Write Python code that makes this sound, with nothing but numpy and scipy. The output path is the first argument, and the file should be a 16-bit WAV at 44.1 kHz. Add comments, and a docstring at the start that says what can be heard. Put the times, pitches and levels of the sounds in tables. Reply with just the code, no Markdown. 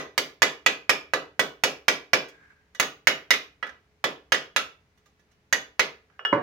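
"""A small rusty steel drum, held down on a concrete workshop floor, is hammered in short runs.
Each blow sums a noise crack, damped modes of the drum and a resonance of the struck spot; some are followed by
a chattering landing. Between runs the drum shifts with ticks and noisy drags; at the end loose steel
clinks twice and something heavy clunks down, as noise contacts and damped modes.
Convolution with synthetic echoes gives the room; coloured noise and two wavering sines give the air."""
import sys
import numpy as np
from scipy import signal
from scipy.fft import rfft, irfft, next_fast_len
from scipy.io import wavfile
from scipy.ndimage import uniform_filter1d, map_coordinates

SR = 44100
rng = np.random.default_rng(int(sys.argv[2]) if len(sys.argv) > 2 else 0)


def wav_record(signal):
    """Record a signal, one row per channel, as 16-bit PCM in the file named by sys.argv[1]."""
    frames = np.transpose(np.atleast_2d(signal))
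    bounded = np.clip(frames, -1, 1)
    # unit amplitude maps onto the largest positive 16-bit level
    quanta = np.round(bounded * 32767).astype(np.int16)
    wavfile.write(sys.argv[1], SR, quanta)


N = 283122  # samples in the scene
T = np.arange(SR // 2) / SR  # time axis of one event or echo, s

# hammer blows: (t/s, relative level/dB, weight/dB, hardness/dB, struck-spot resonance f/Hz, its relative level/dB)
HAMMER_BLOWS = [(-0.062, -20, 3, -3, 1863, -9.5), (0.1778, -24, 1.5, 7, 2087, -3.5),
                (0.4199, -18, 0, 0, 1673, -13.5), (0.662, -19, -1.5, -2, 2470, -4),
                (0.8941, -19.5, 0.5, 1, 2350, -1.5), (1.1355, -23.5, 4, -4, 1313, -17),
                (1.394, -22, 3, 1.5, 1208, -11.5), (1.6365, -20, 1, 1.5, 2494, -12.5),
                (1.8818, -18, -0.5, -0.5, 2306, -8.5), (2.1325, -20, 3.5, -0.5, 2350, -1.5),
                (2.7487, -50, -1, 6.5, 1450, -10.5), (2.798, -21.5, 0, 4, 1896, -3.5),
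                (3.0711, -16, -3.5, -1.5, 2073, -4.5), (3.306, -16, -8.5, -2, 2078, -2),
                (3.6269, -32, -0.5, -14.5, 1318, -2.5), (4.041, -22, 1.5, -5, 1354, -15),
                (4.3205, -18, -2.5, -4.5, 1693, -13.5), (4.5624, -19.5, -6, -0.5, 1340, -0.5),
                (5.5265, -24, -0.5, 3, 1852, 5.5), (5.7944, -19.5, -1.5, -2.5, 2080, -2.5)]
# crack of steel on steel, relative spectral density: (f/Hz, level per Hz/dB)
CRACK_SPECTRUM = [(40, -29.5), (100, -22.5), (150, -5), (195, -12.5), (260, -8), (330, -12.5), (600, -0.5),
                  (950, 0.5), (1400, 1), (2000, -2.5), (2900, -5.5), (4500, -13), (6400, -11.5),
                  (8000, -24.5), (15500, -26)]
WORK_PAN_DB = 0.8  # left minus right, added to the lean of the direct sound
# ring over crack at a full blow; lighter taps crack less and ring more
RING_DB, RING_PER_DB, FULL_BLOW_DB = -2.5, 0.47, -21.5
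CHOKE_T60, CHOKE_S_PER_DB = 0.025, -0.09  # least decay time at a full blow, s; its change per dB of lightness


def hammering(steady_hz=900):
    """Impact excitation: each blow cracks, rings the drum and the struck spot, and chatters on the concrete."""
    out = np.zeros((2, N))
    # small shifts of the drum change only the short waves of the echo
    long_waves = split(room(), "low", steady_hz)
    for s, db, weight_db, hardness_db, spot_hz, spot_db in HAMMER_BLOWS:
        lightness_db = np.clip(FULL_BLOW_DB - db, 0, 16)
        shift_db = RING_PER_DB * lightness_db / 2
        contact = crack(CRACK_SPECTRUM, t60=0.013, chatter_db=-13.5, chatter_t60=0.1)
        contact = amp(-shift_db) * spot(contact, spot_hz, spot_db)
        least_t60 = CHOKE_T60 + CHOKE_S_PER_DB * lightness_db
        metal = amp(RING_DB + shift_db) * drum_ring(spread_db=2.0, least_t60=least_t60)
        echoes = long_waves + split(room(), "high", steady_hz)
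        blow = colour(contact + metal, force(weight_db, hardness_db))
        add(out, s, amp(db - 6.0) * workshop(blow, WORK_PAN_DB, echoes))
    return out


# colour of an average blow: (f/Hz, gain/dB)
AVERAGE_BLOW = [(40, -14.5), (130, 0.5), (600, 0), (1200, -1.84), (1800, 0.3), (3200, 0.6), (5200, -0.1),
                (10000, 1.5)]
WEIGHT_HZ, HARDNESS_HZ = 1410, 4100  # corners of the two slopes


def force(weight_db, hardness_db):
    """Contact force spectrum: a square blow drives the drum into the floor and gains bass, a hard one treble."""
    hz = np.geomspace(40, 16000, 40)
    bass = weight_db * (1 - shelf(hz, WEIGHT_HZ, order=6))
    treble = hardness_db * shelf(hz, HARDNESS_HZ, order=6)
    return np.transpose([hz, along(AVERAGE_BLOW, hz) + bass + treble])


def shelf(hz, corner_hz, order):
    """Shelving weight: rises from 0 below the corner to 1 above it."""
    return 1 / (1 + (corner_hz / hz) ** order)


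def crack(spectrum, t60, chatter_db=-40, chatter_t60=.08):
    """High modal density: a hard contact is quickly dying coloured noise, then weaker chatter."""
    envelope = fade(T, t60) + amp(chatter_db) * fade(T, chatter_t60)
    noise = even(rng.standard_normal(len(T)) * envelope, size=15)
    return burst(colour(noise, spectrum))


SPOT_CLANG_DB, SPOT_CLANG_Q = 3, 28  # narrow core of the struck spot's resonance


def spot(x, hz, db, q=9):
    """Local resonance: the struck spot adds a broad peak with a narrow clang at its centre."""
    broad = signal.lfilter(*signal.iirpeak(hz, q, SR), x)
    clang = signal.lfilter(*signal.iirpeak(hz, SPOT_CLANG_Q, SR), x)
    return x + amp(db + 3.5) * (broad + amp(SPOT_CLANG_DB) * clang)


# modes of the drum before choking: (f/Hz, relative level/dB, t60/s)
DRUM_MODES = [(1156, -18, 0.21), (1212, -9, 0.05), (1320, -16, 0.052), (1455, -15.5, 0.11),
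              (1617, -14, 0.035), (1716, -9.5, 0.1), (1948, -5, 0.079), (2030, -13.5, 0.19),
              (2247, -15, 0.11), (2415, -22.5, 0.093), (2917, -15.5, 0.36), (3317, -18.5, 0.14),
              (3514, -17.5, 0.12), (3826, -20.5, 0.24), (4590, -26, 0.11), (5490, -25, 0.074),
              (6410, -20, 0.012)]


def drum_ring(spread_db, least_t60=0.02):
    """External damping: hand and floor cap every decay at 0.13 s, unless the least decay time is longer."""
    choked = [(hz, db, max(min(t60, .13), least_t60)) for hz, db, t60 in DRUM_MODES]
    return ring(choked, spread_db)


def ring(modes, spread_db):
    """Modal superposition: damped sines of alternating sign and random strength, their energy independent of t60."""
    hz, db, t60 = np.transpose(modes)[:, :, None]
    sign = (-1) ** np.arange(len(hz))[:, None]
    gain = amp(db + spread_db * rng.standard_normal(hz.shape)) * sign
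    equal_energy = np.sqrt(np.log(1000) * .16 / t60)
    return np.sum(gain * equal_energy * fade(T, t60) * np.sin(2 * np.pi * hz * T), 0)


# the drum hops and lands back on the concrete: (t/s, relative level/dB, spot resonance f/Hz)
LANDINGS = [(0.4274, -22, 1740), (.9015, -28.5, 1870), (2.826, -30.5, 1990), (3.338, -29, 2500),
            (3.666, -44, 1560), (3.691, -47.5, 1650), (4.3443, -28.5, 1797), (5.5459, -39, 1764)]
LANDING_RING_DB = -0.5  # setting of the landing spot's resonance


def rebounds():
    """Secondary impact: the drum lands just after some blows; the gentler the landing, the duller."""
    out = np.zeros((2, N))
    for s, db, hz in LANDINGS:
        softness = [(200, -17.5), (700, -5.0), (2000, 1), (5000, 0.28 * (db + 23))]  # (f/Hz, gain/dB)
        contact = spot(crack(CRACK_SPECTRUM, t60=0.029), hz, LANDING_RING_DB)
        landing = contact + drum_ring(spread_db=2)
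        add(out, s, amp(db - 8) * workshop(colour(landing, softness), pan_db=0.0, echoes=room()))
    return out


# ticks of the drum shifting on grit: (t/s, relative level/dB)
GRIT_TICKS = [(2.2844, -42.5), (4.9745, -58.5), (5.0579, -53.5), (5.1937, -59.5), (5.3123, -58)]
# colour of a tick: (f/Hz, gain/dB)
TICK_COLOUR = [(2000, -0.5), (5500, 4), (9000, 8.5)]


def shifting():
    """Micro-impacts: grit ticks under the drum, ringing it faintly."""
    out = np.zeros((2, N))
    for s, db in GRIT_TICKS:
        contact = crack(CRACK_SPECTRUM, t60=0.077)
        tick = amp(-3) * (contact + drum_ring(spread_db=3.5, least_t60=0.155))
        add(out, s, amp(db - 18) * workshop(colour(tick, TICK_COLOUR), pan_db=-2.0, echoes=room()))
    return out


# the rim drags over the floor: (start t/s, duration before decay/s, relative level/dB)
RIM_DRAGS = [(2.303, 0.2, -58), (6.085, 0.1, -67.5)]
# friction noise of the rim, relative spectral density: (f/Hz, level per Hz/dB)
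RIM_SPECTRUM = [(300, -22), (1100, -12), (1450, -7.5), (1620, 7), (1800, -8), (2200, -8.5), (3000, -23),
                (7000, -31), (10000, -44)]
# the rim bumps softly as it is picked up: (t/s, relative level/dB)
RIM_BUMP = (6.0995, -55)
# contact of the bump and of loose steel, relative spectral density: (f/Hz, level per Hz/dB)
CONTACT_SPECTRUM = [(150, -35), (500, 4.5), (1400, 15.5), (2200, 3), (3200, -4), (4200, -33), (6000, -21),
                    (9000, -51), (15000, -48)]
DRAG_ATTACK_S, DRAG_T60 = 0.044, 0.65  # both in s


def dragging():
    """Friction noise: each drag swells, holds and dies away, roughened by grit; a soft bump joins the last."""
    t = np.arange(N) / SR
    level = np.zeros(N)
    for s, length, db in RIM_DRAGS:
        attack = np.clip((t - s) / DRAG_ATTACK_S, 0, 1)
        level += amp(db) * attack * fade(np.maximum(t - s - length, 0), DRAG_T60)
    grit = amp(1.8 * unit(uniform_filter1d(rng.standard_normal(N), size=500)))
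    out = level * unit(colour(diffuse(N) * grit, RIM_SPECTRUM))
    s, db = RIM_BUMP
    bump = crack(CONTACT_SPECTRUM, t60=0.02)
    add(out, s, amp(db - 17) * workshop(bump, pan_db=-6.0, echoes=room()))
    return out


# loose steel clinking: (t/s, relative contact level/dB, relative ring level/dB, added left-right difference/dB)
STEEL_CLINKS = [(6.1924, -46.5, -57.5, 0), (6.2503, -35, -30.5, 3.5)]
# modes of the loose steel: (f/Hz, relative level/dB, t60/s)
STEEL_MODES = [(1324, -9, 0.31), (1730, -3, 0.15), (2896, 6, 0.26), (3280, -13, .2), (3490, -24, 0.15),
               (5320, -24, 0.055), (8716, -37.5, 0.074)]
# the heavy clunk on the floor: (t/s, relative level/dB)
HEAVY_CLUNK = (6.3275, -20.5)
# modes of the heavy object: (f/Hz, relative level/dB, t60/s)
HEAVY_MODES = [(133.7, -14, 0.2), (305, -2.5, 0.066), (417, -9, 0.051), (570, 2, 0.15), (700, -33, .12),
               (920, -3, 0.24), (1028, -1, 0.066), (1136, -5, 0.35), (1480, -15.5, 0.25), (2062, -13, 0.15)]
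# thump of the clunk, relative spectral density: (f/Hz, level per Hz/dB)
THUMP_SPECTRUM = [(30, -49), (70, -11), (130, 3.5), (300, -8), (1050, 1), (1500, -2.5), (2100, -8.5),
                  (2700, -23), (5000, -42.5), (8000, -55), (15000, -79)]


def setting_down():
    """Free and massive bodies: loose steel clinks with a clear ring; then a dull, heavy landing."""
    out = np.zeros((2, N))
    for s, contact_db, ring_db, pan_db in STEEL_CLINKS:
        contact = crack(CONTACT_SPECTRUM, t60=0.016)
        add(out, s, amp(contact_db) * workshop(contact, pan_db, amp(0.5) * room()))
        metal = ring(STEEL_MODES, spread_db=0.5)
        add(out, s, amp(ring_db) * workshop(metal, pan_db, amp(-8) * room()))
    s, db = HEAVY_CLUNK
    thump = split(crack(THUMP_SPECTRUM, t60=0.028, chatter_db=-10, chatter_t60=0.3), "high", 102)
    add(out, s, amp(db - 8) * workshop(thump, pan_db=2, echoes=amp(1.5) * room()))
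    metal = split(ring(HEAVY_MODES, spread_db=0), "high", 78)
    add(out, s, amp(db - 4) * workshop(metal, pan_db=0.5, echoes=amp(-9) * room()))
    return out


# lean of the direct sound before panning: (f/Hz, left-right difference/dB)
DIRECT_LEAN = [(200, -0.5), (500, -2.5), (1000, -6.5), (2000, -15.5), (4500, 3.5), (8000, -7), (13000, 8)]


def workshop(x, pan_db, echoes):
    """Linear superposition: direct sound plus its convolution with the echoes of the room."""
    direct = np.array([colour(x, [(hz, side * db / 2) for hz, db in DIRECT_LEAN]) for side in (1, -1)])
    wet = signal.fftconvolve(x[None], echoes, axes=1)[:, :len(T)]
    return (direct + wet) * amp([[pan_db / 2], [-pan_db / 2]])


# echoes off nearby machines: (f/Hz, relative gain/dB)
SCATTER_GAIN = [(150, -14.5), (600, -8.5), (2000, 1), (5000, 8), (13000, 1)]
# decay of the diffuse tail: (f/Hz, t60/s)
TAIL_T60 = [(100, 0.27), (300, 0.36), (700, 0.31), (2000, 0.3), (5000, 0.27), (9000, 0.22), (15000, 0.3)]
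# colour of the diffuse tail: (f/Hz, relative gain/dB)
TAIL_GAIN = [(60, -9), (150, -2.5), (260, 5.5), (430, 11), (700, -4), (1550, -4), (1950, -7.5),
             (2400, -0.5), (5000, 3), (13000, -6)]
# low resonances of the workshop: (f/Hz, relative level/dB, t60/s)
ROOM_MODES = [(140.5, -3, 0.71), (293, -7, 0.76), (397, 3, 0.25), (521.3, 2.5, 0.18), (650, -1.5, 0.3),
              (728, -8, 0.39)]


def room(near_t60=0.046, build=0.0079):
    """Reverberation: scatter from nearby machines, the diffuse tail and low room modes."""
    near = even(diffuse(len(T)) * fade(T, near_t60) * (T > .0012), size=60)
    near = colour(near / np.linalg.norm(near[0]), SCATTER_GAIN) * amp([[-2], [2]])
    swell = 1 - np.exp(-(T / build) ** 2)
    # each frequency band of the tail decays at its own rate
    hz, t, bands = signal.stft(diffuse(len(T)), SR, nperseg=256)
    decay = fade(t, along(TAIL_T60, hz)[:, None])
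    tail = signal.istft(bands * decay, SR, nperseg=256)[1][:, :len(T)]
    tail = even(tail * swell, size=30)
    tail = colour(tail / np.linalg.norm(tail[0]), TAIL_GAIN) * amp([[-1.4], [1.4]])
    boom = ring(ROOM_MODES, spread_db=-7) * swell
    return near + tail + amp(-19) * boom / np.linalg.norm(boom)


# diffuse sound: (f/Hz, left-right correlation)
EAR_CORRELATION = [(100, .93), (300, 0.93), (600, 0.75), (1200, 0.028), (4000, 0.017)]


def diffuse(n):
    """Diffuse field: stereo noise arriving from all sides, most alike in the bass."""
    correlation = along(EAR_CORRELATION, np.fft.rfftfreq(n, 1 / SR))
    turn = np.arccos(np.clip(correlation, -1, 1)) / 2
    mid, side = irfft(rfft(rng.standard_normal((2, n))) * [np.cos(turn), np.sin(turn)], n)
    return np.array([mid + side, mid - side])


# workshop air, relative spectral density: (f/Hz, level per Hz/dB)
AIR_SPECTRUM = [(20, -20), (40, -15.5), (65, 3), (110, -6), (160, -5.5), (260, -12.5), (420, -16),
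                (800, -17.5), (1300, -20), (2100, -18.5), (3400, -26), (6500, -30), (8000, -38.5),
                (15500, -41.5)]
# faint hum, mean level before its wavering: (f/Hz, level/dB)
HUM_TONES = [(64.6, -80.5), (425, -75)]


def background():
    """Stationary noise: quiet workshop air with a faint hum, wavering in level and phase."""
    t = np.arange(N) / SR

    def drift():
        """Random modulation: smoothly interpolated noise with eight points per second."""
        return map_coordinates(rng.standard_normal(60), [t * 8])

    hum = np.zeros(N)
    for hz, db in HUM_TONES:
        hum += amp(db + 1.5 * drift()) * np.sin(2 * np.pi * hz * t + .4 * drift())
    return amp(-66.5) * unit(colour(diffuse(N), AIR_SPECTRUM)) + hum


def amp(db):
    """Decibel law: level to amplitude ratio."""
    return 10 ** (np.asarray(db) / 20)


def unit(x):
    """Effective value: scaled to rms 1."""
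    return x / np.sqrt(np.mean(x ** 2) + 1e-20)


def burst(x):
    """Energy normalisation: scaled to the energy of 40 ms at rms 1."""
    return x / np.sqrt(np.sum(x ** 2) / (.04 * SR))


def fade(t, t60):
    """Exponential decay: falls by 60 dB in t60 seconds."""
    return np.exp(-np.log(1000) * t / t60)


def along(points, hz):
    """Logarithmic frequency scale: interpolates (f/Hz, value) points."""
    f, v = np.transpose(points)
    return np.interp(np.log(hz + 1), np.log(f + 1), v)


def colour(x, points):
    """Minimum phase: a causal filter whose gain follows (f/Hz, gain/dB) points."""
    m = 2 * next_fast_len(x.shape[-1] // 2 + SR // 10)
    gain = amp(along(points, np.fft.rfftfreq(m, 1 / SR)))
    # folding the cepstrum onto positive times makes the response causal
    cepstrum = irfft(np.log(gain), m)
    cepstrum[1:m // 2] *= 2
    cepstrum[m // 2 + 1:] = 0
    return irfft(rfft(x, m) * np.exp(rfft(cepstrum)), m)[..., :x.shape[-1]]


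def even(x, size):
    """Spectral whitening: levels random bass peaks over size bins, leaves the treble ragged, ends at 0.4 s."""
    z = rfft(x)
    power = np.abs(uniform_filter1d(np.abs(z) ** 2, size, axis=-1))
    depth = along([(1500, 1), (5000, 0)], np.fft.rfftfreq(len(T), 1 / SR))
    levelled = z / (power / power.mean() + 1e-4) ** (depth / 2)
    return irfft(levelled, len(T)) * (T < .4)


def split(x, kind, hz):
    """Crossover: keeps the low or the high side."""
    return signal.sosfilt(signal.butter(3, hz, kind, fs=SR, output="sos"), x)


def add(out, s, x):
    """Superposition: mixes x into out from time s on."""
    i = round(s * SR)
    a, b = max(i, 0), min(i + x.shape[-1], N)
    out[:, a:b] += x[:, a - i:b - i]


def scene():
    """Superposition: the drum's sounds, the objects set down and the background."""
    drum = hammering() + rebounds() + shifting() + dragging()
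    return drum + setting_down() + background()


TOP_HZ = 15900  # upper band limit


def record(dry):
    """Saturation and band limiting: rounds the highest peaks, then filters steeply above TOP_HZ."""
    rounded = dry / (1 + np.abs(dry / .97) ** 6) ** (1 / 6)
    return signal.sosfilt(signal.cheby1(12, .2, TOP_HZ, fs=SR, output="sos"), rounded)


dry = scene()
out = record(dry)
wav_record(out)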